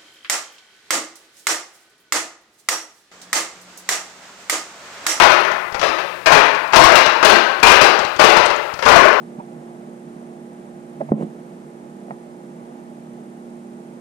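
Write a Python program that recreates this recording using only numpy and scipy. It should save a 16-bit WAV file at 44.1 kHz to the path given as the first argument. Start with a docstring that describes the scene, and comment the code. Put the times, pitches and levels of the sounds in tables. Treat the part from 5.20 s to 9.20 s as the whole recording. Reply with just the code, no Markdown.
"""A large echoing room, the microphone close to a cracked, filmed window pane, over a low hum and room air.
From the first instant a gloved hand drives a small tool into the glass. Each blow is a cluster: first
contact, the pane slamming in its frame, rebounds; then the broken glass crunches and ticks. From 1.5 s
the blows crowd together, around 3.3 s loose splinters jingle, and a last cluster lands just before 4 s.
Hard blows overload the microphone, which feeds the left channel only; the right carries faint hiss."""
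import sys
import numpy as np
from scipy import signal
from scipy.fft import rfft, irfft
from scipy.io import wavfile

SR = 44100
rng = np.random.default_rng(int(sys.argv[2]) if len(sys.argv) > 2 else 0)


def file_out(sig):
    """Save sig as 16-bit WAV at sys.argv[1]."""
    # one column per channel
    cols = np.atleast_2d(sig).T
    # limit, then scale
    lim = np.clip(cols, -1, 1)
    pcm = np.round(lim * 32767).astype(np.int16)
    wavfile.write(sys.argv[1], SR, pcm)


N = 176400
LEAD = SR // 4   # samples before time zero, so the room is already ringing
TIME = np.arange(-LEAD, N) / SR


def from_db(db):
    """Decibels to gain."""
    return 10 ** (np.asarray(db) / 20)


def at_hz(points, hz):
    """Read a table on a log-frequency axis."""
    freqs, values = np.transpose(points)
    return np.interp(np.log(np.maximum(hz, 1)), np.log(freqs), values)


def unit_energy(x):
    """Scale a response so that it passes white noise at the same level."""
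    return x / np.sqrt(np.sum(x ** 2) + 1e-20)


def through(x, response):
    """Play a signal through an impulse response."""
    return signal.fftconvolve(x, response)[:len(x)]


def colour(x, spectrum, size=4096):
    """Causal (minimum-phase) filter with the given spectral shape."""
    gain = from_db(at_hz(spectrum, np.arange(size // 2 + 1) * SR / size))
    cepstrum = irfft(np.log(gain))
    cepstrum[1:size // 2] *= 2
    cepstrum[size // 2 + 1:] = 0
    response = irfft(np.exp(rfft(cepstrum)))
    return through(x, unit_energy(response))


def grains(per_s, spread_db):
    """Random clicks of uneven size; rms 1."""
    count = len(TIME)
    sizes = from_db(spread_db * np.minimum(rng.exponential(1, count), 4))
    signs = rng.choice([-1, 1], count)
    clicks = sizes * signs * (rng.random(count) < per_s / SR)
    return clicks / np.std(clicks)


def bursts(rows, attack_s=0.00075):
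    """Envelope of (start s, dB, decay s) events: quick attack, exponential fall, adding in power."""
    power = np.zeros(len(TIME))
    for start, db, decay in rows:
        span = slice(*np.searchsorted(TIME, [start, start + 6 * decay]))
        age = TIME[span] - start
        power[span] += (from_db(db) * (1 - np.exp(-age / attack_s)) * np.exp(-age / decay)) ** 2
    return np.sqrt(power)


def ring(age, hz, t60):
    """A dying sine that starts at age 0."""
    age = np.maximum(age, 0)
    return np.sin(2 * np.pi * hz * age) * from_db(-60 * age / t60)


# The idle right channel. Each row: frequency in Hz, relative level in dB.
IDLE_SPECTRUM = [(15, 3), (50, 6), (200, 6), (1500, 2), (15000, 1.5)]
# Room air at the microphone. Each row: frequency in Hz, relative level in dB.
AIR_SPECTRUM = [(30, -10), (150, -2), (500, 1), (2000, 0), (6000, -12), (15000, -17)]


def hiss(spectrum, db):
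    """Steady coloured noise: the air of the room or an idle input."""
    return from_db(db) * colour(rng.standard_normal(len(TIME)), spectrum)


# Hum on the microphone's side. Each row: frequency in Hz, level in dB.
HUM_TONES = [(118.4, -52), (177.6, -49.5)]


def hum():
    """Two steady low tones lie under the room air."""
    return sum(from_db(db) * np.sin(2 * np.pi * hz * TIME) for hz, db in HUM_TONES)


# How long the large room rings. Each row: frequency in Hz, time to fall 60 dB in seconds.
ROOM_DECAY = [(100, 0.52), (400, 0.9), (1000, 1.056), (2500, 0.96), (5000, 0.74), (8000, 0.39),
              (14000, 0.76)]


def room(x, paths=7, path_change_s=0.035, build_s=0.005):
    """Sound leaves ever different parts of the pane, so several diffuse echo patterns take turns."""
    age = np.arange(SR) / SR
    edges_hz = np.geomspace(30, 18000, 15)
    white = rng.standard_normal((2, paths, len(age)))
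    tails, echo = 0, 0
    for k, (low, high) in enumerate(zip(edges_hz, edges_hz[1:])):
        band = signal.sosfilt(signal.butter(2, [low, high], "band", fs=SR, output="sos"), white[k % 2])
        t60 = at_hz(ROOM_DECAY, np.sqrt(low * high))
        tails = tails + band * from_db(-60 * age / t60)
    tails = tails * (1 - np.exp(-age / build_s))
    for k, tail in enumerate(tails):
        turns_away = np.abs((TIME / path_change_s + k) % paths - paths / 2)
        crossfade = np.cos(np.pi / 2 * np.minimum(turns_away, 1))
        echo = echo + through(x * crossfade, unit_energy(tail))
    return echo


# Loose splinters in the window. Each row: start in seconds, pitch in Hz, level in dB.
JINGLES = [(.2, 10140, -34), (.268, 12100, -47), (2.79, 6800, -41), (3.235, 8000, -30), (3.25, 9200, -39),
           (3.265, 10220, -39), (3.307, 11100, -43), (3.36, 6750, -37)]
# The ring of one splinter. 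Each row: ratio to its pitch, relative level in dB.
JINGLE_PARTIALS = [(1, 0), (.86, -7), (1.13, -11)]


def splinters(rattle_s=0.033, t60=0.02):
    """Loose splinters rattle briefly, each ringing on a few high partials."""
    age, out = np.arange(SR // 5) / SR, 0
    touches = grains(per_s=450, spread_db=8.0)
    for start, hz, db in JINGLES:
        ping = sum(from_db(level) * ring(age, hz * ratio, t60) for ratio, level in JINGLE_PARTIALS)
        rattle = bursts([(start, db, rattle_s)]) * touches
        out = out + through(rattle, unit_energy(ping))
    return out


def crack_decay(snap_db):
    """Decay time in seconds: stronger cracks run for longer."""
    return 0.013 * from_db(0.3 * snap_db)


# Cracks running through the glass. Each row: start in seconds, snap level in dB, thud level in dB.
RUNNING_CRACKS = [(0.249, -29, -4.5), (0.314, -19.5, -13), (0.523, -23.5, -25), (0.544, -16.5, -9.5),
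                  (.594, -15, -21), (0.613, -14.5, -9), (.688, -18.5, -11.5), (1.348, -20, -29),
                  (1.404, -41, -23), (1.476, -30, -35), (1.504, -35.5, -30), (1.524, -19.5, -14),
                  (1.562, -6.5, -15), (1.638, -1, -8), (1.759, -13, -3.5), (1.861, -8.5, -10.5),
                  (2.049, -10, -12), (2.162, -20, -26), (2.398, -22.5, -28), (2.433, -6, 0),
                  (2.617, -8.5, -4), (2.789, -14, -32), (2.812, -26, -39), (2.848, -17, -36),
                  (2.961, -20.5, -53), (2.990, -17, -10), (3.167, -10.5, -0.5), (3.237, -23, -29),
                  (3.261, -13.5, -16), (3.302, -18, -13), (3.538, -20.5, -38), (3.59, -19.5, -16),
                  (3.653, -11, -13)]
# A lone crack at the microphone. Each row: frequency in Hz, relative level in dB.
SNAP_SPECTRUM = [(200, 3), (1000, -8), (2600, -3), (5300, -1.5), (7500, -14), (10000, -25.5), (15000, -44)]


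def snaps():
    """A running crack is a few milliseconds of bright clicks."""
    running = bursts([(start, db, crack_decay(db)) for start, db, _ in RUNNING_CRACKS])
    return colour(running * grains(per_s=2700, spread_db=1.0), SNAP_SPECTRUM)


# Knocks of tool, pane and frame, driving every source from here on. Each row: start in seconds,
# thud level in dB, crunch level in dB, decay time in seconds, pitch of the struck spot in Hz.
TOOL_KNOCKS = [ (-.04, 5.5, -3.5, 0.015, 658), (.02, -2.5, -7.5, 0.021, 910),
               (.115, -6.5, -11.5, 0.0099, 636), (.628, -7.5, -14, 0.0063, 694),
               (.636, -10, -15, .016, 588), (0.784, -15, -23, 0.015, 1520),
               (1.059, -8.5, -5.5, 0.015, 1580), (1.069, 1.5, -43, 0.0072, 630),
               (1.104, -3, -32, 0.011, 667), (1.119, -1, -8.5, 0.034, 852), (1.532, -5, -11, 0.038, 876),
               (1.559, 5, -0.5, 0.013, 628), (1.588, 0, -16, 0.016, 664), (1.638, 4.5, -5, 0.0037, 1079),
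               (1.718, -2, -30, 0.023, 651), (1.755, -0.5, 2, 0.0057, 2690),
               (1.858, -11, -34, 0.0043, 1090), (1.955, -12, -39, 0.0066, 860),
               (2.027, -1, -12, 0.017, 1257), (2.047, 2.5, 5, 0.0067, 631), (2.096, 0, -6.5, 0.01, 1535),
               (2.121, -3, -27, 0.0086, 880), (2.264, -7.5, -35, 0.002, 1500), (2.429, 4, -2, 0.0092, 2408),
               (2.469, 3, -1.5, 0.013, 1003), (2.518, -0.5, -4, 0.0093, 1606),
               (2.613, -0.5, -0.5, 0.0067, 645), (2.643, 1, -6, 0.0039, 788),
               (2.994, -1.5, -7.5, 0.018, 624), (3.012, 1.5, -5, 0.0079, 613), (3.039, 2, -4, 0.012, 1136),
               (3.101, -13, -9.5, 0.0087, 1096), (3.165, -6.5, -11.5, 0.013, 900),
               (3.624, -11.5, -14.5, 0.012, 940), (3.66, 1, -34, 0.02, 1055), (3.685, -3, -5.5, 0.016, 605),
               (3.716, -1.5, -32, 0.016, 780), (3.757, 6, -12.5, 0.011, 682),
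               (3.853, 3.5, -23, 0.0033, 623), (3.928, -1.5, -38, 0.0023, 597)]
# Fine splintering, heard only close up. Each row: frequency in Hz, relative level in dB.
SIZZLE_SPECTRUM = [(2000, -25), (6000, 7), (9000, -3), (15000, -7.5)]


def sizzle(level_db=-23, decay_s=0.031):
    """Tiny chips break off along the cracks while the pane is bent."""
    bending = bursts([(start, db + level_db, decay_s) for start, _, db, _, _ in TOOL_KNOCKS])
    return colour(bending * grains(per_s=2800, spread_db=3.5), SIZZLE_SPECTRUM)


# Breaking glass at the microphone. Each row: frequency in Hz, relative level in dB.
CRUNCH_SPECTRUM = [(100, -47), (600, -6.5), (1500, 1.5), (2600, 8.5), (3600, 3), (5300, -1), (7500, -14.5),
                   (10000, -21), (15000, -32.5)]


def glass_crunch(settle_db=-21, settle_s=0.066):
    """Dense fractures under each knock, then sparse ticks as the fragments settle."""
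    knocks = [(start, db, decay) for start, _, db, decay, _ in TOOL_KNOCKS]
    fractures = bursts(knocks) * grains(per_s=2700, spread_db=-1.0)
    settling = bursts([(start, db + settle_db, settle_s) for start, db, _ in knocks])
    ticks = settling * grains(per_s=240, spread_db=11.5)
    return colour(fractures + ticks, CRUNCH_SPECTRUM)


# Hard blows bend the pane and shake the frame. Each row: start in seconds, level in dB, pitch in Hz.
FRAME_THUMPS = [(.01, -6, 361), (.632, -11.5, 444), (1.119, -13, 151.4), (1.589, -34, 265),
                (2.121, -13, 203), (3.04, -3, 436), (3.758, -8, 306), (3.80, -9, 397), (3.854, -4, 427.5)]


def hollow_knocks(spot_db=6, spot_t60=0.056, thump_t60=0.17, rise_s=0.0043):
    """The struck spot gives a short pitched knock; hard blows add a lower thump of the frame."""
    age, out = np.arange(SR // 3) / SR, np.zeros(len(TIME))
    spots = [(start, db + spot_db, hz, spot_t60) for start, db, _, _, hz in TOOL_KNOCKS]
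    thumps = [(start, db, hz, thump_t60) for start, db, hz in FRAME_THUMPS]
    for start, db, hz, t60 in spots + thumps:
        first = np.searchsorted(TIME, start)
        knock = from_db(db) * ring(age, hz, t60) * (1 - np.exp(-age / rise_s))
        out[first:first + len(age)] += knock[:len(out) - first]
    return out


# The pane's thud at the microphone. Each row: frequency in Hz, relative level in dB.
THUD_SPECTRUM = [(30, -39.5), (100, -24), (230, -11.5), (380, -1.5), (620, 1), (1100, 2), (1600, -0.5),
                 (2600, -8.5), (3600, -23), (6000, -20), (15000, -90.5)]
# Ringing of pane and frame. Each row: frequency in Hz, level in dB, time to fall 60 dB in seconds.
WINDOW_MODES = [(360, -22.5, 0.6), (426, -21.5, 0.31), (631, -25.5, 0.068), (860, -33.5, 0.037)]


def pane():
    """Every knock and crack makes the pane chatter in its frame and sets its modes ringing."""
    knocks = [(start, db, decay) for start, db, _, decay, _ in TOOL_KNOCKS]
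    cracks = [(start, db, crack_decay(snap_db)) for start, snap_db, db in RUNNING_CRACKS]
    chatter = bursts(knocks + cracks) * grains(per_s=5000, spread_db=2.0)
    age = np.arange(SR // 2) / SR
    modes = sum(from_db(db) * unit_energy(ring(age, hz, t60)) for hz, db, t60 in WINDOW_MODES)
    return colour(chatter, THUD_SPECTRUM) + through(chatter, modes)


def scene():
    """On the left, the microphone: the window close by, the room behind. On the right, idle hiss."""
    # Each pair: a sound, the level of its room echo in dB against the direct sound.
    layers = [(pane(), 2.5), (hollow_knocks(), -4.5), (glass_crunch(), 1.5),
              (snaps(), -7), (splinters(), -12)]
    direct = sum(sound for sound, _ in layers) + sizzle()
    echo = room(sum(from_db(db) * sound for sound, db in layers))
    left = direct + echo + hum() + hiss(AIR_SPECTRUM, db=-38)
    right = hiss(IDLE_SPECTRUM, db=-61.5)
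    return np.array([left, right])[:, LEAD:]


def record(dry, cutoff_hz=15900):
    """The microphone input overloads with flat tops; the highest treble is cut."""
    lowpass = signal.ellip(10, 0.1, 70, cutoff_hz, fs=SR, output="sos")
    return signal.sosfilt(lowpass, np.clip(dry, -1, 1))


dry = scene()
out = record(dry)
file_out(out)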